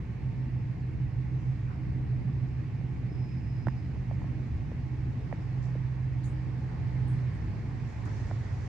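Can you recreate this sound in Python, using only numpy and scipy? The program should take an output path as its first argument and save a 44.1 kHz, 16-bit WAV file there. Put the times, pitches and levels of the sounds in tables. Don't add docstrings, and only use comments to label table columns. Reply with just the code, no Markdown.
import sys
import numpy as np
from scipy import signal
from scipy.fft import rfft, irfft, next_fast_len
from scipy.io import wavfile
from scipy.ndimage import uniform_filter1d

SR = 44100
rng = np.random.default_rng(int(sys.argv[2]) if len(sys.argv) > 2 else 0)


def materialize(psi):
    bounded = np.clip(np.atleast_2d(psi).T, -1, 1)
    quanta = np.round(bounded * 32767).astype(np.int16)
    wavfile.write(sys.argv[1], SR, quanta)


N = 382770

# (frequency [Hz], correlation [0-1])
PORT_LIKENESS = [(25, .999), (45, .997), (60, .97), (75, .93), (100, .8), (130, .6), (180, .82), (300, .84),
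                 (520, .25), (890, .15), (1520, .4), (2600, .5), (4500, .1), (6000, .25), (8000, .6),
                 (11000, .95)]
# (frequency [Hz], left minus right [dB])
PORT_BALANCE = [(30, 2.5), (50, 0.5), (75, 0), (120, -3), (300, 0), (520, -1), (890, 0.5), (1520, -2.5),
                (2600, -4.5), (5000, -4), (7500, -5), (12000, 0.5)]
# (time [s], level [dB])
RUMBLE_LEVEL = [(0, -39), (.3, -38.5), (1.1, -39.5), (1.5, -39.5), (2.2, -36.5), (2.6, -40), (3.1, -35.5),
                (3.5, -40), (4.3, -38), (4.8, -40), (5.3, -38.5), (5.8, -43), (6.2, -40.5), (7.3, -38.5),
                (7.9, -39.5), (8.45, -42), (8.68, -39.5)]
# (time [s], level [dB])
BOTTOM_LEVEL = [(0, -43.5), (.7, -43), (1.5, -44), (2.2, -42), (2.9, -44.5), (3.6, -45), (4.3, -39.5),
                (4.9, -40), (5.3, -41), (5.8, -45), (6.2, -40), (6.7, -39.5), (7.3, -41.5), (7.9, -46),
                (8.4, -41), (8.68, -46)]
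# (time [s], level [dB])
VENT_LEVEL = [(0, -58), (1.6, -58.5), (2.2, -57.5), (3.6, -58), (4.25, -56.5), (4.9, -57.5), (5.5, -55),
              (6.1, -57), (6.9, -53.5), (7.5, -54), (7.9, -54), (8.1, -53), (8.68, -52.5)]


def roller_hum():
    # (time [s], level [dB])
    hum_level = [(0, -54), (.3, -34.5), (.75, -38), (1.35, -32.5), (1.75, -37), (2.35, -33.5), (2.9, -38),
                 (3.3, -39.5), (4.25, -34.5), (4.6, -42.5), (5, -33), (5.36, -42), (5.55, -31.5),
                 (6.2, -32.5), (6.4, -34.5), (6.8, -36), (7, -29), (7.27, -29), (7.37, -54.5), (8.1, -44.5),
                 (8.38, -35.5), (8.68, -44)]
    # (time [s], depth [0-1])
    throb_depth = [(0, 0.43), (3.1, 0.42), (3.5, 0.2), (5.4, 0.09), (7, 0.17)]
    orders = {7: -58, 8: -59, 10: -49.5, 11: -58.5, 13: -54, 14: -59.5, 16: -53.5, 17: -52, 18: -54.5, 22:
              -53.5, 23: -60, 24: -59.5, 25: -59.5, 26: -55, 28: -58, 37: -62.5, 39: -63.5, 48: -65.5}
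    cruise_hz, main_order, throb_peak_s = 6.407, 20, 0.1
    brake_s, ease_s, slowing_hz_per_s = 6.9, 0.421, 1.05
    car_hz, car_width_hz = 126.1, 3.2
    braking = np.maximum(np.arange(N) / SR - brake_s, 0)
    braked_s = np.where(braking < ease_s, braking ** 2 / (2 * ease_s), braking - ease_s / 2)
    turn_hz = cruise_hz - slowing_hz_per_s * braked_s
    turns = np.cumsum(turn_hz) / SR
    throb = 1 + over_time(throb_depth) * np.cos(2 * np.pi * (turns - cruise_hz * throb_peak_s))
    sway, *swells = wander(top_hz=3.0, count=len(orders) + 1)
    main = np.sin(2 * np.pi * (main_order * turns + rng.random()) + 0.28 * sway)
    out = sides(lean_db=-4.5) * gain_of(over_time(hum_level)) * throb * main
    for (order, db), swell in zip(orders.items(), swells):
        lift = 1 + 5 / (1 + ((order * turn_hz - car_hz) / car_width_hz) ** 2)
        line = lift * gain_of(db + 3.1 * swell) * np.sin(2 * np.pi * (order * turns + rng.random()))
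        out += sides(at_hz(PORT_BALANCE, order * cruise_hz)) * line
    return np.sqrt(2) * out


def rail_rumble():
    # (frequency [Hz], relative density [dB])
    rumble_colour = [(75, -45), (91, -21.5), (109, -1), (125, -4.5), (210, -16.5), (309, -21), (364, -26),
                     (700, -44), (910, -75.5), (1540, -120)]
    # (frequency [Hz], relative density [dB])
    bottom_colour = [(12, -69), (20, -32.5), (53, -7), (73, 1.5), (91, -17), (105, -44.5), (200, -100)]
    rumble = gain_of(over_time(RUMBLE_LEVEL)) * port_noise(rumble_colour, patchy_db=1.1, size=4096)
    bottom = gain_of(over_time(BOTTOM_LEVEL)) * port_noise(bottom_colour, patchy_db=2.5, size=4096)
    return rumble + bottom


def car_panels():
    # (frequency [Hz], width [Hz], level at average drive [dB])
    panel_modes = [(48.4, 16, -59), (65.2, 1.6, -52), (84.5, 9.8, -50.5), (105.5, 6.1, -45.5),
                   (126.8, 13, -50.5), (181, 6.8, -63), (238.84, 5, -57), (307.9, 7, -58.5), (746, 36, -68),
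                   (847, 17, -68.5), (895, 10, -69.5), (1095, 37, -73.5), (1878, 160, -73)]
    bottom_db, rumble_db, vent_db = map(over_time, (BOTTOM_LEVEL, RUMBLE_LEVEL, VENT_LEVEL))
    out = np.zeros((2, N))
    for hz, width, db in panel_modes:
        shake, likeness = rng.standard_normal((2, N)), at_hz(PORT_LIKENESS, hz)
        shake[1] = likeness * shake[0] + np.sqrt(1 - likeness ** 2) * shake[1]
        drive_db = bottom_db if hz < 92 else rumble_db if hz < 700 else .5 * vent_db
        level = gain_of(db + drive_db - drive_db.mean())
        out += level * sides(at_hz(PORT_BALANCE, hz)) * narrow_band(shake, hz, width)
    return out


def knock(db, hz, upper_hz, bright_db, lean_db, drop, thud_db):
    # (frequency [Hz], relative level [dB], t60 [s], kind [1 bright, 0 thud])
    body_modes = [(125, -3, .11, 0), (200, -3, .05, 0), (320, -6, .03, 0), (3200, -6, .004, 1),
                  (4500, -9, .003, 1), (5600, -13, .003, 1), (7200, -13, .003, 1), (8300, -16, .003, 1)]
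    upper_mode = (upper_hz, 12, .007, 1)
    glide_s, t60_cycles, rise_cycles, attack_s = .0032, 11, .9, .0004
    t = np.arange(6000) / SR
    cycles = np.cumsum(hz * (1 + drop * np.exp(-t / glide_s))) / SR
    ring = np.sin(2 * np.pi * cycles) * gain_of(-60 * cycles / t60_cycles)
    for mode_hz, mode_db, t60, bright in body_modes + [upper_mode]:
        swell = 1 - np.exp(-t * mode_hz / rise_cycles)
        decay = gain_of(mode_db + (bright_db if bright else thud_db) - 60 * t / t60)
        ring += np.sin(2 * np.pi * mode_hz * t) * swell * decay
    return sides(lean_db) * gain_of(db) * ring * (1 - np.exp(-t / attack_s))


def short_hiss(db, hz, width, rise, hold, t60, lean_db):
    flicker_db = 3.5
    t = np.arange(SR // 2) / SR
    shared, left, right = rng.standard_normal((3, len(t)))
    flicker = gain_of(flicker_db * unit_rms(uniform_filter1d(rng.standard_normal(len(t)), size=50)))
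    spectrum = rfft((np.array([left, right]) + 0.16 * shared) * flicker)
    band = np.exp(-((np.fft.rfftfreq(len(t), 1 / SR) - hz) / width) ** 4)
    envelope = np.minimum(t / rise, 1) * gain_of(db - 60 * np.maximum(t - rise - hold, 0) / t60)
    return sides(lean_db) * unit_rms(irfft(spectrum * band, len(t))) * envelope


def whistle():
    # (centre [Hz], width [Hz], relative level [dB])
    bands = [(5200, 100, 0), (5020, 150, -3.5)]
    # (time from its start [s], level [dB])
    whistle_level = [(0, -88), (.05, -73), (.27, -71), (.38, -76), (.47, -73.5), (.62, -73.5), (.67, -79),
                     (.76, -77), (.85, -88), (1, -110)]
    fall_hz_per_s = 110
    t = np.arange(SR) / SR
    air = rng.standard_normal(len(t))
    tone = sum(gain_of(db) * narrow_band(air, hz - fall_hz_per_s * t, width) for hz, width, db in bands)
    return sides(lean_db=-9.5) * gain_of(over_time(whistle_level, len(t))) * unit_rms(tone)


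def ventilation():
    # (frequency [Hz], relative density [dB])
    vent_colour = [(300, -10.5), (400, -1.5), (553, -7), (790, -5.5), (944, -8), (1060, -8), (1350, -13.5),
                   (1840, -9), (2200, -14), (2700, -25), (3200, -59)]
    # (frequency [Hz], relative density [dB])
    fan_colour = [(1300, -31), (1800, -6.5), (2200, 3), (2700, -2), (3100, -14), (3600, -46)]
    vent = gain_of(over_time(VENT_LEVEL)) * port_noise(vent_colour, patchy_db=1.1, size=1024)
    fan = gain_of(-66) * port_noise(fan_colour, patchy_db=1.1, size=1024)
    return vent + fan


def door_draught():
    # (frequency [Hz], relative density [dB])
    draught_colour = [(2200, -20.5), (2900, -1.5), (3500, -4), (4400, -4), (5300, -6), (6000, -11.5),
                      (6800, -11.5), (7600, -18), (9000, -19.5), (10000, -23), (10800, -45)]
    vent_db = over_time(VENT_LEVEL)
    draught_db = -72 + 0.81 * (vent_db - vent_db[0])
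    return gain_of(draught_db) * port_noise(draught_colour, patchy_db=1.3, size=512)


def rustle():
    # (time [s], level [dB])
    rustle_level = [(0, -85), (1.1, -87.5), (1.5, -75.5), (1.9, -88), (3.6, -80), (5.1, -78.5), (7, -84),
                    (7.6, -75.5), (8.04, -70.5), (8.06, -64.5), (8.27, -64.5), (8.45, -69), (8.68, -66.5)]
    # (frequency [Hz], relative density [dB])
    rustle_colour = [(1200, -17), (1650, -9), (1900, 7.5), (2150, -4.5), (3000, -7), (4400, -3.5),
                     (5900, 0), (7000, -5), (8500, -15.5), (10000, -34.5)]
    return gain_of(over_time(rustle_level)) * port_noise(rustle_colour, patchy_db=1.5, size=256)


def high_tones():
    # (frequency [Hz], rms level [dB])
    tones = [(8344, -104), (8979, -106), (9475, -103), (9728, -103)]
    t = np.arange(N) / SR
    lines = sum(gain_of(db) * np.sin(2 * np.pi * (hz * t + rng.random())) for hz, db in tones)
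    return np.sqrt(2) * lines * np.interp(t, [7.2, 7.5], [1, .3])


def port_noise(colour, patchy_db, size):
    frames, hz = 4 * N // size + 5, np.fft.rfftfreq(size, 1 / SR)
    left_re, left_im, apart_re, apart_im, patches = rng.standard_normal((frames, len(hz), 5)).T
    patches = uniform_filter1d(patches, size=size // 100, axis=0)
    patches = unit_rms(uniform_filter1d(patches, size=8192 // size, axis=1))
    likeness, lean = at_hz(PORT_LIKENESS, hz)[:, None], gain_of(at_hz(PORT_BALANCE, hz)[:, None] / 2)
    left = left_re + 1j * left_im
    right = likeness * left + np.sqrt(1 - likeness ** 2) * (apart_re + 1j * apart_im)
    spectra = np.array([left * lean, right / lean])
    spectra *= gain_of(at_hz(colour, hz)[:, None] + patchy_db * patches)
    noise = signal.istft(spectra, nperseg=size, noverlap=3 * size // 4)[1][:, :N]
    return noise / np.sqrt(np.mean(noise.mean(0) ** 2))


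def narrow_band(x, hz, width):
    carrier = np.exp(2j * np.pi * np.cumsum(hz * np.ones(x.shape[-1])) / SR)
    pole = np.exp(-np.pi * width / SR)
    for _ in range(2):
        x = 2 * (carrier * signal.lfilter([1 - pole], [1, -pole], x / carrier)).real
    return unit_rms(x)


def wander(top_hz, count):
    t, hz = np.arange(0, N, 100) / SR, np.geomspace(top_hz / 8, top_hz, num=12)[:, None]
    curves = (np.sin(2 * np.pi * (hz * t + rng.random((count, 12, 1)))) / np.sqrt(hz)).sum(1)
    return np.array([np.interp(np.arange(N) / SR, t, unit_rms(curve)) for curve in curves])


def gain_of(db):
    return 10 ** (np.asarray(db) / 20)


def unit_rms(x):
    return x / np.sqrt(np.mean(x ** 2) + 1e-20)


def over_time(points, samples=N):
    return np.interp(np.arange(samples) / SR, *np.transpose(points))


def at_hz(points, hz):
    point_hz, value = np.transpose(points)
    return np.interp(np.log(hz + 1), np.log(point_hz + 1), value)


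def sides(lean_db):
    return gain_of([[lean_db / 2], [-lean_db / 2]])


def add(mix, start_s, sound):
    part = mix[:, round(start_s * SR):][:, :sound.shape[1]]
    part += sound[:, :part.shape[1]]


def scene():
    # (time [s], ring level [dB], settled ring [Hz], upper mode [Hz],
    # bright modes [dB], left minus right [dB], pitch drop [share of settled ring], thud modes [dB])
    knocks = [(2.812, -41, 450, 1800, -30, 0, 0.58, -4), (3.117, -34, 292, 1810, -30, -4, 0.29, -3),
              (3.67, -21, 289, 1390, -12.5, -7, 2.56, 6), (3.684, -26.5, 900, 1770, -9.5, -10, .15, -7),
              (3.96, -43, 796, 1800, -24, -9, 0.22, -4), (4.112, -29, 480, 1400, -28, -8, 0.69, -6),
              (4.218, -38, 890, 1900, -22, -10, 0.083, -5), (4.243, -34.5, 450, 1800, -29, -8, 0.89, 7),
              (4.717, -35, 418, 1800, -28, -5, 0.38, -6), (5.3143, -39, 700, 1500, -18, -14, 0.34, 4),
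              (5.3265, -23.5, 410, 1860, -16, -7, 1.08, -1), (5.7538, -30.5, 422, 1790, -28, -4, 0.46, 6),
              (8.2, -38, 497, 1800, -22, -2, 0.83, 7), (8.312, -26, 430, 1330, -18, -5, 1.17, -0.5)]
    # (time [s], level [dB], centre [Hz], half-width [Hz], rise [s], hold [s], t60 [s],
    # left minus right [dB])
    hisses = [(1.679, -55.5, 1320, 398, 0.004, 0.036, 0.35, -2),
              (5.616, -70.5, 5860, 2210, 0.012, 0.029, 0.2, -9),
              (6.234, -67, 7900, 2300, 0.006, 0.042, 0.21, -0.5),
              (6.236, -83, 11900, 800, .005, .025, .12, -1), (6.236, -69, 6640, 250, .005, .035, .08, -8),
              (6.229, -66.5, 4300, 500, .004, .012, .06, -5),
              (6.287, -79, 8700, 1590, .015, 0.023, 0.14, -6),
              (6.677, -59, 1602, 600, 0.025, 0.03, 0.2, -6), (7.077, -68, 8900, 1700, .003, 0.02, 0.4, 1),
              (7.076, -85, 12200, 900, .003, .012, .1, -1),
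              (7.327, -79, 7200, 2020, 0.019, 0.028, 0.18, -3),
              (7.857, -73, 6700, 1500, 0.036, 0.031, 0.35, -4),
              (8.053, -64, 6000, 3800, .001, .004, 0.055, -1),
              (8.054, -84, 12000, 900, .002, .006, .08, -2), (8.052, -51, 1090, 900, .01, 0.023, 0.28, 0)]
    mix = rail_rumble() + car_panels() + ventilation() + door_draught() + rustle()
    mix += roller_hum() + high_tones()
    add(mix, start_s=3.08, sound=whistle())
    for start_s, *blow in knocks:
        add(mix, start_s, knock(*blow))
    for start_s, *burst in hisses:
        add(mix, start_s, short_hiss(*burst))
    return mix


def record(dry):
    # (frequency [Hz], relative density [dB])
    top_hiss_colour = [(7000, -22), (9500, -2.5), (10500, -19.5), (11300, 4), (11800, 8.5), (12800, -1),
                       (14000, -22)]
    fade_s, left_lag_s, top_hiss_db, top_hz = .002, 3e-5, -95.5, 13400
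    t = np.arange(N) / SR
    fade = np.sin(np.pi / 2 * np.clip(np.minimum(t, t[::-1]) / fade_s, 0, 1)) ** 2
    size = next_fast_len(N + 1024)
    delay = np.exp(-2j * np.pi * np.fft.rfftfreq(size, 1 / SR) * np.array([[left_lag_s], [0]]))
    heard = irfft(rfft(dry * fade, size) * delay, size)[:, :N]
    heard += fade * gain_of(top_hiss_db) * port_noise(top_hiss_colour, patchy_db=1.5, size=512)
    lowpass = signal.firwin(511, top_hz, window=("kaiser", 9), fs=SR)
    return signal.oaconvolve(heard, lowpass[None], "same")


dry = scene()
out = record(dry)
materialize(out)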